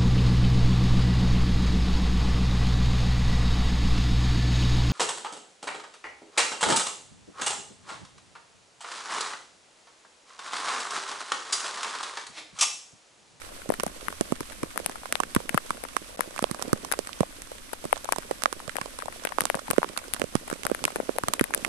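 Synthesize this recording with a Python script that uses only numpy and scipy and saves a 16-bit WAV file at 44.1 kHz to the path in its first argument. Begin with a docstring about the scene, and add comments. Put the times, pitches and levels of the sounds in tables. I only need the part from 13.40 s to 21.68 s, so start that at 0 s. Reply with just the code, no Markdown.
"""A vegetable field in steady rain, heard through the two microphone ports of a small camera out in it.
Drops land on and beside the camera, each a soft thud of sagging pitch, a hollow tap and a hard tick.
Close by, drops pat on leaves that give way. Further off, smaller ones patter on leaves and soil and
tiny droplets tick, over the hiss of the whole field and a low stir of air.
A brief silence marks an edit."""
import sys
import numpy as np
from scipy import signal
from scipy.fft import rfft, irfft
from scipy.io import wavfile
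from scipy.ndimage import uniform_filter1d

SR = 44100
rng = np.random.default_rng(int(sys.argv[2]) if len(sys.argv) > 2 else 0)


def generate_wav(signal):
    """Clip the signal to [-1, 1] and save it as 16-bit WAV at the path in sys.argv[1]."""
    frames = np.transpose(np.atleast_2d(signal))
    scaled = np.clip(frames, -1, 1) * 32767
    pcm = np.round(scaled).astype(np.int16)
    wavfile.write(sys.argv[1], SR, pcm)


N = 365148
DROP_T = np.arange(1800) / SR  # seconds within one drop

# The soft push of a drop, a narrow plop. Each row: multiple of the thud pitch, level in dB.
THUD = [(.15, -45.5), (.35, -18), (.6, -1.5), (1, 2), (1.5, -1.5), (2.3, -14), (5, -46.5), (15, -71.5)]
# Resonance of the struck spot. Each row: multiple of the tap pitch, level in dB.
TAP = [(.12, -40.5), (.35, -15), (.6, -5.5), (1, 0), (1.55, -6), (2.3, -15.5), (4.5, -21.5), (12, -33.5)]
# Colour of the first contact. 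Each row: frequency in Hz, dB for a hard drop, dB for a soft one.
TICK = [(300, -13, -13), (2000, -4, -13.5), (4000, -2, -7.5), (6000, -1, -7), (9000, 2, 0.5),
        (16000, 2, -2)]


def near_drops(thud_db=1.9, tap_db=2.5, tick_db=0.83, knock_db=-18.0, detune=1.55, soft_db=9):
    """Drops right at the camera: a thud, a tap and a tick, each as strong as the struck spot allows."""
    # Each row: start in seconds, thud in dB, thud pitch in Hz, tap in dB, tap pitch in Hz, tick in dB,
    # splash against first contact in dB, left minus right in dB. The keywords trim the three levels.
    drops = [(0.2915, -32.5, 232, -48, 1100, -38, 4, -7), (0.3023, -22, 420, -39, 1730, -35, -2, 34),
             (0.321, -34.5, 466, -42, 950, -38, 0, 7), (0.3394, -43, 360, -38.5, 1860, -34.5, -3, 16),
             (0.3988, -42, 274, -35, 1750, -31.5, 0, -18), (0.4052, -51, 400, -42, 1910, -36, 14, -5),
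             (0.4341, -30, 400, -39, 1120, -28, 4, 6), (0.4648, -35.5, 224, -36, 590, -32.5, 1, 0),
             (0.6836, -39, 297, -31, 1450, -36.5, -4, 20), (0.8103, -24, 333, -31, 570, -25.5, -5, -3.5),
             (0.9223, -26, 260, -32.5, 710, -34, -6, -9), (1.0065, -33, 251, -41, 950, -32.5, -3, 4.5),
             (1.2312, -29.5, 219, -37.5, 1300, -37, 15, 1), (1.3767, -42, 302, -34, 1460, -25, -14, 20),
             (1.462, -39.5, 282, -38.5, 654, -20.5, -9, 14), (1.4958, -44.5, 285, -43.5, 1150, -38.5, 4, 1),
             (1.7251, -36.5, 560, -31.5, 2040, -21, -9, 2), (1.7547, -34.5, 800, -25.5, 3640, -57, -13, 41),
             (1.802, -36, 337, -27, 950, -25.5, 2, -12), (1.8347, -43, 345, -33.5, 1780, -35, -1, -12),
             (1.949, -60, 310, -50, 3900, -22.5, 4, 13.5),
             (1.9631, -21.5, 216, -28.5, 1150, -32, 2.5, -1.5),
             (2.0932, -38.5, 644, -30, 2120, -26.5, -2, 13), (2.1444, -26, 230, -34, 1060, -30, 0, -1),
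             (2.176, -34.5, 580, -24, 1700, -29, 9, 33), (2.306, -38.5, 186, -29.5, 1137, -33, -14, 0),
             (2.4376, -38, 433, -44, 1890, -30.5, 22, 18), (2.5666, -38, 392, -28, 1400, -27.5, -4, -17),
             (2.7924, -34.5, 326, -36, 617, -43, 0.5, 0), (2.8077, -39, 476, -29, 1410, -21, -7, 19),
             (2.9626, -57, 240, -44.5, 1070, -38.5, -10, -6), (2.9791, -53, 400, -40, 1750, -40, 2, -12),
             (2.9919, -45, 353, -34.5, 1060, -32, -24, -7), (3.025, -30.5, 222, -41, 1260, -32.5, 5, 0),
             (3.0413, -27.5, 660, -34.5, 3220, -32, -11, -27), (3.112, -33, 207, -42, 1330, -30, 18, -9),
             (3.1462, -45, 350, -43.5, 1310, -38, 0, -6), (3.2243, -51, 190, -40, 1140, -26, 0, -11),
             (3.3308, -21.5, 217, -31, 1160, -24, -8, -1), (3.4482, -52, 290, -44, 790, -32.5, 4, -11),
             (3.516, -39, 400, -33.5, 1650, -26.5, -8, 15), (3.5232, -49, 390, -34, 1890, -19.5, 2, 10.5),
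             (3.5903, -32.5, 407, -49, 1650, -28, -2, -18), (3.6722, -56, 387, -42.5, 1280, -36, -1, 0.5),
             (3.731, -64, 350, -42, 3400, -47, -5, -13), (3.8063, -23.5, 192, -29, 600, -32.5, 2, -6.5),
             (4.02, -68, 300, -70, 2500, -35.5, -4, -5), (4.332, -35, 430, -38, 890, -30, 2, 28),
             (4.4525, -34.5, 270, -39.5, 600, -38, 3, 0.5), (4.5285, -21, 786, -29, 2200, -29, -16, 14),
             (4.6452, -51, 400, -44.5, 980, -33.5, -1, 0), (4.723, -30.5, 484, -31.5, 1750, -18.5, 4, 9.5),
             (4.761, -51, 270, -39, 910, -34, 6, -35), (4.784, -41.5, 220, -38, 610, -31, 6, -35),
             (4.911, -29, 536, -37.5, 1270, -34.5, 4, -8), (5.0216, -66, 240, -41, 1520, -34, -3, -16),
             (5.0367, -49, 293, -37.5, 1230, -22, -19, -6), (5.0578, -41, 367, -23, 1220, -50, -11, -7.5),
             (5.1276, -40, 453, -37, 1080, -30, -15, -25), (5.2782, -43.5, 142, -43.5, 600, -39, 5, -19),
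             (5.3675, -49, 530, -35, 2020, -29.5, -12, 9.5), (5.413, -42.5, 180, -35, 1260, -35, 17, -5.5),
             (5.5885, -48, 430, -40, 920, -35, -3, 0), (5.6572, -50, 210, -44, 715, -40, 6, -16),
             (5.851, -30, 450, -31.5, 1590, -24, 2, 18), (5.8714, -38.5, 583, -36, 2170, -40, 21, -0.5),
             (5.9851, -36, 473, -26, 890, -37, -8.5, -26), (6.0072, -38, 520, -30.5, 1940, -20, -8, 16),
             (6.0177, -42, 230, -40, 1060, -32, 7, -7), (6.038, -42.5, 347, -50, 1000, -37, -2, -3),
             (6.0544, -44, 330, -36.5, 1140, -21.5, -6, -4), (6.1002, -27.5, 630, -29, 1980, -26, -14, 18),
             (6.1445, -36, 654, -31, 1050, -57, -10, 35), (6.1523, -32.5, 246, -47, 890, -31.5, 4, 0),
             (6.3031, -31, 245, -39, 1080, -28, 18, -0.5), (6.3104, -29.5, 493, -33.5, 1140, -18.5, 1, 24),
             (6.3331, -45, 190, -39, 640, -37, -5, -35), (6.3821, -19.5, 385, -30.5, 1180, -35, -6, -13),
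             (6.4305, -42, 570, -28, 1085, -45, -15, 11), (6.4445, -37.5, 457, -34, 930, -53, -13, -24),
             (6.5754, -63, 241, -37.5, 1110, -24, 6, -7), (6.7369, -52, 261, -53, 2190, -20, -8, 16),
             (6.7448, -46, 250, -51, 930, -31.5, 4, -6), (6.7968, -44, 210, -47, 604, -34, 4, -3),
             (6.8176, -30.5, 380, -31.5, 1940, -34, -14, -26),
             (6.9532, -23.5, 223, -32, 1210, -27, 2, -11.5), (7.1005, -47, 490, -41, 1370, -32, -1, 10),
             (7.113, -39.5, 317, -41, 1230, -42, -1, 0), (7.1276, -33.5, 288, -41, 1350, -37, 1, -22),
             (7.234, -50, 400, -43, 2090, -33, -4, -8), (7.2514, -39, 197, -36, 646, -30.5, 13, -9),
             (7.267, -35.5, 650, -31, 1530, -24, -12, 17), (7.3153, -27, 352, -44, 1550, -38, -1, -22),
             (7.3482, -40, 560, -36, 1680, -31.5, -14, 14), (7.4405, -43, 274, -38, 840, -23.5, -8, -7),
             (7.4525, -35, 295, -25.5, 2420, -22, -12, 3), (7.5589, -31.5, 433, -36.5, 1800, -32, 8, 7),
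             (7.5663, -43, 247, -44, 593, -40, 2, 9), (7.6012, -26, 405, -41, 1190, -46, -5, 24),
             (7.6925, -28.5, 380, -41, 1290, -55, -7, -19), (7.7849, -29, 626, -39, 2050, -26.5, -13, 18),
             (7.8361, -35.5, 230, -34, 1060, -35.5, -7.5, -0.5),
             (7.884, -35.5, 212, -31.5, 1140, -23, -2, 0), (7.9362, -40, 357, -36, 1100, -20, 4.5, -1),
             (7.9949, -36, 670, -27.5, 2030, -30, -1, 18), (8.0109, -21.5, 254, -31.5, 1390, -26.5, -7, -2),
             (8.041, -49, 390, -37, 1940, -25, -1, 35), (8.138, -46, 400, -30, 1670, -32, 5, -23),
             (8.1476, -44, 482, -63, 4000, -14, -16, 28), (8.1767, -41.5, 390, -53, 3150, -36, 7, -12),
             (8.248, -48, 245, -28.5, 1800, -29.5, 2, -32)]
    out = np.zeros((2, N))
    hard, soft = causal(TICK), causal(TICK, column=2)
    for start, low_db, thud_hz, mid_db, tap_hz, high_db, splash_db, side_db in drops:
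        place, thud_lag, tap_lag = rng.random(3)
        near = plop(THUD, thud_hz)
        far = plop(THUD, thud_hz * detune ** (2 * place - 1))
        thud = np.array([near, far] if side_db > 0 else [far, near])
        thud = far_port_later(thud, side_db, thud_lag / thud_hz)
        thud += amp(knock_db) * min(300 / thud_hz, 1) ** 2 * mount_knock()  # deep thuds shake it most
        tap = strike(plop(TAP, tap_hz), splash_db, splash_s=0.0025)
        tap = far_port_later(tap, side_db, tap_lag / tap_hz)
        softness = np.clip((low_db - high_db) / soft_db, 0, 1)  # soft when the thud outweighs the tick
        tick = strike((1 - softness) * hard + softness * soft, splash_db, splash_s=0.0018)
        tick = far_port_later(tick, side_db, tap_lag * 0.0003)
        tick_side_db = 0.89 * side_db - 4.5  # follows the drop, leaning a little to the right
        add(out, start, pan(side_db) * (amp(low_db + thud_db) * thud + amp(mid_db + tap_db) * tap))
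        add(out, start, pan(tick_side_db) * amp(high_db + tick_db) * tick)
    return out


def plop(shape, hz, damped_below_hz=400.0):
    """A brief resonance whose low edge rings longest, so the pitch sags; deep ones are broader."""
    steepness = min(hz / damped_below_hz, 1) ** .5
    spectrum = [(multiple * hz, db * steepness if multiple < 1 else db) for multiple, db in shape]
    return unit_hit(causal(spectrum, size=4096)[:len(DROP_T)])


def strike(colour, splash_db, splash_s):
    """One clean contact, then the water splashes; each port hears its own splash."""
    splash = np.exp(-DROP_T / splash_s) * rng.standard_normal((2, len(DROP_T)))
    force = amp(splash_db) * splash / np.linalg.norm(splash, axis=1, keepdims=True)
    force[:, 0] = 1  # the contact
    return np.array([unit_hit(signal.fftconvolve(side, colour)[:len(DROP_T)]) for side in force])


def mount_knock(hz=217.7, spread=0.393, rise_s=0.016, t60_s=0.052):
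    """The camera mount rings on briefly after a drop, at a pitch that varies from hit to hit."""
    pitch = hz * np.exp(spread * (2 * rng.random((2, 1)) - 1))
    swing = np.sin(2 * np.pi * pitch * DROP_T) * (1 - np.exp(-DROP_T / rise_s))
    decay = np.exp(-np.log(1000) * DROP_T / t60_s)
    return np.array([unit_hit(side) for side in swing * decay])


def far_port_later(sound, side_db, delay_s):
    """The port away from the drop hears it later, through the casing."""
    late = np.pad(sound, ((0, 0), (int(abs(delay_s) * SR), 0)))[:, :sound.shape[1]]
    return np.array([sound[0], late[1]] if side_db > 0 else [late[0], sound[1]])


def leaf_pats(splash_db=2.0, splash_s=0.0017, tick_db=-44.5, tick_scatter_db=3.0):
    """Drops on the nearest leaves: the leaf gives way, so the pat is round and its tick is faint."""
    # Each row: start in seconds, level in dB, pitch in Hz, left minus right in dB.
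    pats = [(0.702, -44, 360, -2), (0.726, -41.5, 1040, -2), (1.359, -40.5, 800, 5), (1.4, -38.5, 320, -7),
            (1.557, -39.5, 910, 6), (1.634, -44.5, 910, 6), (1.6571, -38, 1050, -9),
            (2.003, -41.5, 690, -19), (2.451, -39.5, 1040, 8), (3.195, -41, 540, -22),
            (3.216, -42, 418, -30), (3.2812, -37, 282, -17), (3.5368, -32.5, 1160, -26),
            (3.692, -43, 1020, -13), (3.8317, -30.5, 557, -4), (4.117, -40.5, 760, 0.5),
            (4.442, -40, 583, -20), (4.568, -41.5, 790, -19), (4.655, -41, 940, 18),
            (4.6897, -29.5, 860, 21), (4.7325, -34, 880, 13), (5.202, -43.5, 1020, 6),
            (5.2944, -33.5, 1560, -19), (5.3559, -33, 464, 25), (5.3847, -32, 770, 23),
            (5.4585, -40, 776, -32), (5.6225, -36, 1150, 24), (5.6826, -34, 900, 23),
            (5.9216, -34.5, 1200, 30), (6.172, -42, 820, -20), (6.192, -39, 1190, -22),
            (6.282, -37.5, 900, 30), (6.418, -40, 820, -13), (6.565, -40, 980, 15),
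            (6.682, -46.5, 417, -15), (6.764, -41, 1050, -16), (6.8408, -32, 287, -15),
            (7.078, -40, 654, 12), (7.298, -35.5, 520, 4), (7.479, -32, 1000, 30), (7.5045, -44.5, 750, 4),
            (7.763, -40, 440, 0), (8.107, -40, 830, 10), (8.264, -42.5, 330, -3)]
    out, tick_colour = np.zeros((2, N)), causal(TICK)
    for start, db, hz, side_db in pats:
        lag, hardness = rng.random(), rng.uniform(-1.1, 1)
        pat = amp(db) * strike(plop(TAP, hz), splash_db, splash_s)
        tick = amp(tick_db + tick_scatter_db * hardness) * strike(tick_colour, splash_db, splash_s)
        add(out, start, pan(side_db) * far_port_later(pat + tick, side_db, .5 * lag / hz))
    return out


def patter(per_s=170, spread_db=4.5, tilt_db_per_octave=-3.5, surfaces=16):
    """Further off, small drops pat on leaves and soil, each surface at its own pitch."""
    # Strength of the patter. 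Each row: time in seconds, level in dB.
    strength = [(0, -51.5), (1, -54), (2.7, -53), (3.3, -47.5), (4.1, -59), (5.2, -53.5), (6, -52.5),
                (7, -52.5), (8.28, -46.5)]
    out = np.zeros((2, N))
    for hz in np.geomspace(230, 2100, surfaces):
        pat = strike(plop(THUD, hz), splash_db=-3.0, splash_s=0.004)
        pat *= amp(tilt_db_per_octave * np.log2(hz / 500))
        out += rainfall(pat, per_s / surfaces, spread_db)
    out += 0.36 * np.roll(out[::-1], 20, axis=1)  # each port hears the other side 20 samples late
    return unit(out) * level(strength)


def spray(per_s=45, spread_db=7.0, level_db=-53.0, kinds=6):
    """Tiny droplets tick all around, a little way off."""
    # Colour of a droplet. Each row: frequency in Hz, relative level in dB.
    droplet = [(400, -9.5), (1400, 10), (5000, 3.5), (9000, 5), (13500, -6), (15000, -16)]
    out, colour = np.zeros((2, N)), causal(droplet)
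    for _ in range(kinds):
        tick = strike(colour, splash_db=9.0, splash_s=0.003)
        out += rainfall(tick, per_s / kinds, spread_db)
    return amp(level_db) * unit(out)


def rainfall(hit, per_s, spread_db):
    """One kind of impact falls at random on each side: many faint, a few strong."""
    sizes = amp(spread_db * np.minimum(rng.exponential(1, (2, N)), 3.5))
    lands = rng.random((2, N)) < per_s / SR
    return signal.oaconvolve(sizes * lands, hit, axes=1)[:, :N]


def far_rain(hiss_db=-45.5, flutter_db=1.0):
    """Countless drops across the field merge into a hiss that flutters slightly."""
    # Colour of the hiss. Each row: frequency in Hz, relative spectral density in dB.
    hiss = [(40, 10.5), (130, -2.5), (260, 9), (500, -11), (1000, -2), (2500, 2), (8500, 1.5),
            (11000, -1.5), (13800, 4.5), (14800, -24)]
    drift = uniform_filter1d(rng.standard_normal(N), size=1500)
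    flutter = unit(uniform_filter1d(drift, size=700))
    return noise(hiss) * amp(hiss_db - flutter_db * flutter)


def air(width=0.42):
    """Stirring air makes a low rumble, mostly shared by the two ports."""
    # Colour of the rumble. Each row: frequency in Hz, relative spectral density in dB.
    rumble = [(8, 7.5), (22, -8), (32, -2), (42, 2), (60, -6), (100, -7.5), (200, -39)]
    # Strength of the rumble. Each row: time in seconds, level in dB.
    breeze = [(0, -53.5), (2.4, -57), (2.8, -58.5)]
    shared, apart = noise(rumble)
    return unit(np.array([shared + width * apart, shared - width * apart])) * level(breeze)


def amp(db):
    """Decibels to gain."""
    return 10 ** (np.asarray(db) / 20)


def unit(x):
    """Scales to rms 1."""
    return x / np.sqrt(np.mean(x ** 2) + 1e-20)


def unit_hit(x):
    """Scales a short sound to the energy of ten milliseconds at rms 1."""
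    return x / np.sqrt(np.sum(x ** 2) / (SR / 100) + 1e-20)


def gain_at(spectrum, hz, column=1):
    """Gain from one dB column of a spectrum table, on a log-frequency axis."""
    table = np.transpose(spectrum)
    return amp(np.interp(np.log(hz + 1), np.log(table[0] + 1), table[column]))


def level(curve):
    """Gain at every sample from a curve of seconds and dB."""
    return amp(np.interp(np.arange(N) / SR, *np.transpose(curve)))


def pan(side_db):
    """Left and right gains of constant power."""
    return unit(amp([[side_db / 2], [-side_db / 2]]))


def add(mix, start_s, sound):
    """Mixes a stereo sound in at its start time."""
    part = mix[:, max(round(start_s * SR), 0):][:, :sound.shape[1]]
    part += sound[:, :part.shape[1]]


def causal(spectrum, column=1, size=1024):
    """Impulse response with the given spectrum that rings only after the blow (minimum phase)."""
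    hz = abs(np.fft.fftfreq(size, 1 / SR))
    log_gain = np.log(gain_at(spectrum, hz, column))
    return np.fft.ifft(np.exp(np.conj(signal.hilbert(log_gain)))).real[:size // 2]


def noise(spectrum):
    """Two unrelated channels of steady noise with the given spectrum."""
    white = rfft(rng.standard_normal((2, N)))
    return unit(irfft(white * gain_at(spectrum, np.fft.rfftfreq(N, 1 / SR)), N))


def scene():
    """Near drops and leaf pats over patter, spray, hiss and rumble, in open air with no echo."""
    return near_drops() + leaf_pats() + patter() + spray() + far_rain() + air()


def record(dry, edit_from_s=2.763, edit_to_s=2.773, edge_hz=16600):
    """Each port colours the sound, which clips at full scale and is low-passed; a gap marks an edit."""
    # Response of the two ports. Each row: frequency in Hz, left gain in dB, right gain in dB.
    ports = [(102, 4, 4), (360, -3.5, 4.5), (534, 4, 8.5), (893, 4.5, 2.5), (1110, 4.5, 6.5),
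             (1730, 2.5, 1.5), (3580, -3.5, 2), (4320, -6, 1), (6400, -14, 1.5), (7150, -6.5, -2.5),
             (7760, -7, 3), (8800, -3, 2.5), (10680, 4.5, -6), (12350, -5.5, -10.5), (13950, -14, -28),
             (15600, -27.5, -99)]
    left = signal.oaconvolve(dry[0], causal(ports, column=1))[:N]
    right = signal.oaconvolve(dry[1], causal(ports, column=2))[:N]
    heard = np.clip([left, right], -1, 1)
    heard[:, round(edit_from_s * SR):round(edit_to_s * SR)] = 0
    low_pass = signal.firwin(511, edge_hz, window=("kaiser", 9), fs=SR)
    return signal.oaconvolve(heard, low_pass[None], "same")


dry = scene()
out = record(dry)
generate_wav(out)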